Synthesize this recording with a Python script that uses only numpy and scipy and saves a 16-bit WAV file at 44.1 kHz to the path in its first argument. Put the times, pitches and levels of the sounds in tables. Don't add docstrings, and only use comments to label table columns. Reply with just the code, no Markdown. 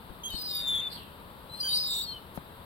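import sys
import numpy as np
from scipy import signal
from scipy.fft import rfft, irfft
from scipy.io import wavfile

SR = 44100
rng = np.random.default_rng(int(sys.argv[2]) if len(sys.argv) > 2 else 0)


def transcribe(u):
    v = np.clip(np.atleast_2d(u).T, -1, 1)
    q = np.round(v * 32767).astype(np.int16)
    wavfile.write(sys.argv[1], SR, q)


N = 116865

# (time in seconds, pitch in Hz, level in dB).
GULL_WHISTLES = [ (-12, -18.5, -4, 0.222, 0.32, [(.237, 3185, -39), (.262, 3250, -38),
                 (.293, 3230, -38.5)]), (-22, -20, 4, 0.38, .5, [(.303, 3090, -38), (.32, 3020, -43),
                 (.356, 3095, -47)]), (-20.5, -15, 16, 0.364, 0.59, [(.29, 3770, -53), (.435, 3864, -53)]),
                 (-15.5, -15.5, 9, 0.357, 0.68, [(.335, 4190, -50), (.362, 4383, -38.5), (.41, 4237, -47.5),
                 (.53, 4160, -47.5)]), (-15, -13, 0, .345, .4, [(.372, 4980, -47), (.41, 4955, -38.5),
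                 (.52, 4880, -38), (.585, 4740, -35), (.625, 4540, -44)]),
                 (-23, -20, 4, .256, .1, [(.472, 3810, -47), (.52, 3700, -39.5), (.6, 3645, -40),
                 (.665, 3575, -37), (.68, 3555, -29), (.765, 3440, -30), (.803, 3390, -33.5)]),
                 (-35, -48, 3.5, .31, 0.18, [(.55, 3760, -41.5), (.65, 3718, -38.5), (.75, 3660, -38),
                 (.82, 3600, -37), (.882, 3525, -33)]), (-13, -14, 5, 0.284, 0.18, [(1.497, 3990, -54),
                 (1.548, 4080, -41), (1.57, 4170, -51.5), (1.612, 4113, -39)]),
                 (-13, -30, 1, .358, .2, [(1.604, 4770, -31.5), (1.66, 4750, -36), (1.69, 4735, -30.5),
                 (1.765, 4670, -27.5), (1.785, 4635, -35), (1.87, 4540, -36.5)]),
                 (-15.5, -14, -3.5, 0.366, .3, [(1.632, 3139, -39), (1.685, 3124, -37.5),
                 (1.738, 3096, -45.5)]), (-22, -22, 4, 0.343, 0.46, [(1.69, 3690, -39.5),
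                 (1.732, 3880, -34.5), (1.79, 3840, -42)]), (-17, -19, -4, .306, .15, [(1.827, 3780, -43),
                 (1.925, 3675, -33.5), (2.015, 3635, -36.5)]), (-17, -22, 4, .33, .9, [(1.722, 4400, -40),
                 (1.745, 4490, -33), (1.77, 4220, -42), (1.83, 4180, -41)]),
                 (-24, -20, 1, .335, .4, [(1.752, 5060, -36), (1.81, 5010, -31.5), (1.9, 4850, -38),
                 (1.94, 4660, -41)]), (-6, -12, 8, .325, .5, [(1.86, 4136, -43), (1.91, 4010, -42),
                 (1.94, 3980, -36.5), (2.04, 3850, -42)]), (-16.5, -14, -10, .355, 0.68, [(1.95, 4320, -45),
                 (2.03, 4200, -47)]), (-35, -23, 5.5, 0.29, 0.64, [(2.018, 4450, -39), (2.045, 4600, -41.5),
                 (2.07, 4345, -41.5), (2.135, 4180, -46)]), (-39, -35, 3, .314, 0.623, [(2.07, 3270, -55.5),
                 (2.155, 3060, -46), (2.182, 2960, -44)]), ]
# time of the peak, rise and decay in seconds,
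# hiss level in dB, squeal level in dB, centre of the squeal in Hz.
GULL_CROAKS = [(.355, .045, .12, -50, -47, 4350), (.6, .1, .055, -50, -57, 5300),
               (.812, .008, .04, -60, -49, 2930), (.935, .025, .045, -49, -41.5, 4400),
               (.99, .03, .06, -57, -48, 3200), (1.74, .13, .1, -46.5, -45, 4200),
               (1.955, .03, .08, -47.5, -52, 5650)]
# start in seconds, level in dB, pitch of the thump in Hz, decay in
# seconds, knock in dB against the thump, frequency in Hz above which the knock gets weaker.
PHONE_BUMPS = [(.101, -42, 50, .02, -3, 220), (.339, -33, 66, .013, -5, 270), (.59, -51, 70, .04, 1, 150),
               (2.3746, -30, 550, .0025, -2, 900), (2.3772, -32, 170, .006, -4, 350)]
# frequency in Hz, relative strength there in dB.
HISS_COLOUR = [(1200, -26), (2200, -8.5), (3000, 2.5), (4500, 0.5), (5100, -18), (5500, -5), (6900, -67),
               (7800, -1), (10000, -7.5), (12000, 4), (15500, -32)]
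FINGER_COLOUR = [(3000, -7), (8000, -12), (12000, 7), (15500, -13)]
SWELL_COLOUR = [(600, 7), (1400, 6.5), (2600, 3.5), (4000, -32), (6000, -50)]
OUTDOOR_COLOUR = [(15, -51), (25, -10.5), (74, -3), (130, -6), (179, -4.5), (276, -11.5), (520, -11),
                  (760, -14), (960, -8.5), (2250, -25), (3800, -21), (4700, -29), (5300, -40), (6700, -48),
                  (8000, -34.5), (11800, -27), (13500, -30), (15800, -32.5)]
# frequency in Hz, shared part from 0 to 1.
OUTDOOR_SHARE = [(30, 0.95), (200, 0.83), (600, 0.88), (1400, 0.15), (15000, 0.5)]

WAVER, WAVER_PER_S = .007, 130
JITTER, JITTER_PER_S = .018, 1100
FLUTTER_DB, FLUTTER_PER_S = 4, 150
HARMONIC_FLUTTER_DB, HARMONIC_FLUTTER_PER_S = 4.5, 130
HARMONIC_FALL_DB = -2
ATTACK_S, RELEASE_S = .004, .006
EDGE_ROUGHNESS, EDGE_S = .25, .02
BREAK_START_S, BREAK_END_S, BREAK_HZ, BREAK_DB = 1.643, 1.672, 1575, -50
HISS_DB, REFERENCE_DB, HISS_GROWTH = -59, -35, .6
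CROAK_FLUTTER_DB, SQUEAL_WIDTH_HZ, SQUEAL_FALL_HZ_PER_S = 1.6, 700, 3000
ECHO_DB, ECHO_DELAY_S, ECHO_FADE_S = -13, .006, .3
BUMP_PAN_DB, RUSTLE_S, RUSTLE_WIDTH_S, RUSTLE_DB = 8, 2.361, .014, -49
SWELL_S, SWELL_WIDTH_S, SWELL_DB = .76, .23, -50
OUTDOOR_DB, OUTDOOR_PAN_DB, OUTDOOR_LEAD_MS = -48, 4, .243
TOP_HZ = 15900


def gulls(t):
    calls, whistle_power = 0, 0
    for second_db, third_db, pan_db, lead_ms, roughness, points in GULL_WHISTLES:
        tone, envelope = whistle(t, second_db, third_db, roughness, points)
        calls += left_and_right(tone, pan_db, lead_ms)
        whistle_power += envelope ** 2
    strength = np.sqrt(whistle_power) / gain(REFERENCE_DB)
    hiss_power = (gain(HISS_DB) * strength ** HISS_GROWTH) ** 2
    for peak, rise, decay, hiss_db, squeal_db, centre_hz in GULL_CROAKS:
        swell = np.exp(-(np.minimum(t - peak, 0) / rise) ** 2 - np.maximum(t - peak, 0) / decay)
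        swell *= gain(CROAK_FLUTTER_DB * wobble(FLUTTER_PER_S))
        hiss_power += (gain(hiss_db) * swell) ** 2
        squeals = np.array([squeal(t, peak, centre_hz), squeal(t, peak, centre_hz)])
        calls += gain(squeal_db) * swell * squeals
    voice_break = gain(BREAK_DB) * fade(t, BREAK_START_S, BREAK_END_S) * np.sin(2 * np.pi * BREAK_HZ * t)
    return calls + voice_break + np.sqrt(hiss_power) * stereo_noise(HISS_COLOUR)


def whistle(t, second_db, third_db, roughness, points):
    times, pitch_hz, level_db = np.array(points).T
    from_edge_s = np.maximum(np.minimum(t - times[0], times[-1] - t), 0)
    rough = np.minimum(roughness + EDGE_ROUGHNESS * np.exp(-from_edge_s / EDGE_S), 1)
    stray = WAVER * wobble(WAVER_PER_S) + JITTER * wobble(JITTER_PER_S)
    hz = np.interp(t, times, pitch_hz) * (1 + rough * stray)
    flutter_db = rough * FLUTTER_DB * wobble(FLUTTER_PER_S)
    envelope = fade(t, times[0], times[-1]) * gain(np.interp(t, times, level_db) + flutter_db)
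    phase = 2 * np.pi * np.cumsum(hz) / SR
    tone = np.sin(phase)
    overtones_db = [second_db, third_db, third_db + HARMONIC_FALL_DB, third_db + 2 * HARMONIC_FALL_DB]
    for harmonic, db in enumerate(overtones_db, start=2):
        if harmonic * pitch_hz.min() < TOP_HZ:
            flicker_db = HARMONIC_FLUTTER_DB * wobble(HARMONIC_FLUTTER_PER_S)
            tone += gain(db + flicker_db) * np.sin(harmonic * phase)
    return np.sqrt(2) * envelope * tone, envelope


def squeal(t, peak, centre_hz):
    hz = centre_hz - SQUEAL_FALL_HZ_PER_S * np.clip(t - peak, -.1, .1)
    phase = 2 * np.pi * np.cumsum(hz) / SR
    low_pass = signal.butter(3, SQUEAL_WIDTH_HZ / 2, fs=SR, output="sos")
    slow_noise = signal.sosfilt(low_pass, rng.standard_normal((2, N)))
    return (slow_noise[0] * np.sin(phase) + slow_noise[1] * np.cos(phase)) / slow_noise.std()


def garden_echo(t, sound):
    tail = rng.standard_normal((2, N)) * np.exp(-np.log(1000) * t / ECHO_FADE_S) * (t > ECHO_DELAY_S)
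    tail /= np.sqrt(np.sum(tail ** 2, axis=1, keepdims=True))
    return gain(ECHO_DB) * signal.fftconvolve(sound, tail, axes=1)[:, :N]


def hand_on_phone(t):
    bumps = 0
    for start, db, hz, decay, knock_db, knock_hz in PHONE_BUMPS:
        age = np.maximum(t - start, 0)
        thump = np.sin(2 * np.pi * hz * age)
        knock = gain(knock_db) * stereo_noise([(knock_hz, 0), (4 * knock_hz, -20), (20000, -65)])
        bumps += gain(db) * (t > start) * np.exp(-age / decay) * (thump + knock)
    slide = np.exp(-((t - RUSTLE_S) / RUSTLE_WIDTH_S) ** 2)
    return bumps * pan(BUMP_PAN_DB) + gain(RUSTLE_DB) * slide * stereo_noise(FINGER_COLOUR)


def soft_swell(t):
    return gain(SWELL_DB) * np.exp(-((t - SWELL_S) / SWELL_WIDTH_S) ** 2) * stereo_noise(SWELL_COLOUR)


def outdoors():
    share = np.clip(over_frequency(OUTDOOR_SHARE), 0, 1)
    common = rfft(left_and_right(noise(OUTDOOR_COLOUR), pan_db=0, lead_ms=OUTDOOR_LEAD_MS))
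    separate = rfft(stereo_noise(OUTDOOR_COLOUR))
    air = irfft(np.sqrt(share) * common + np.sqrt(1 - share) * separate, N)
    return gain(OUTDOOR_DB) * pan(OUTDOOR_PAN_DB) * air


def gain(db):
    return 10 ** (np.asarray(db) / 20)


def pan(db):
    return gain(np.array([[db], [-db]]) / 2)


def left_and_right(sound, pan_db, lead_ms):
    delay = np.exp(-2j * np.pi * np.fft.rfftfreq(N, 1 / SR) * lead_ms / 1000)
    return pan(pan_db) * np.array([sound, irfft(rfft(sound) * delay, N)])


def fade(t, start, end):
    return np.clip((t - start) / ATTACK_S + 1, 0, 1) * np.exp(-np.maximum(t - end, 0) / RELEASE_S)


def wobble(steps_per_s):
    steps = np.arange(N) / SR * steps_per_s
    values = rng.standard_normal(N // 8)
    index = steps.astype(int)
    part = steps - index
    glide = part * part * (3 - 2 * part)
    return 1.15 * (values[index] + (values[index + 1] - values[index]) * glide)


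def over_frequency(points):
    hz, value = np.array(points, float).T
    return np.interp(np.log(np.fft.rfftfreq(N, 1 / SR) + 1), np.log(hz), value)


def noise(colour):
    shaped = irfft(rfft(rng.standard_normal(N)) * gain(over_frequency(colour)), N)
    return shaped / shaped.std()


def stereo_noise(colour):
    return np.array([noise(colour), noise(colour)])


def scene():
    t = np.arange(N) / SR
    calls = gulls(t)
    return calls + garden_echo(t, calls) + outdoors() + soft_swell(t) + hand_on_phone(t)


def record(dry):
    return signal.sosfilt(signal.ellip(10, .2, 80, TOP_HZ, fs=SR, output="sos"), dry)


dry = scene()
out = record(dry)
transcribe(out)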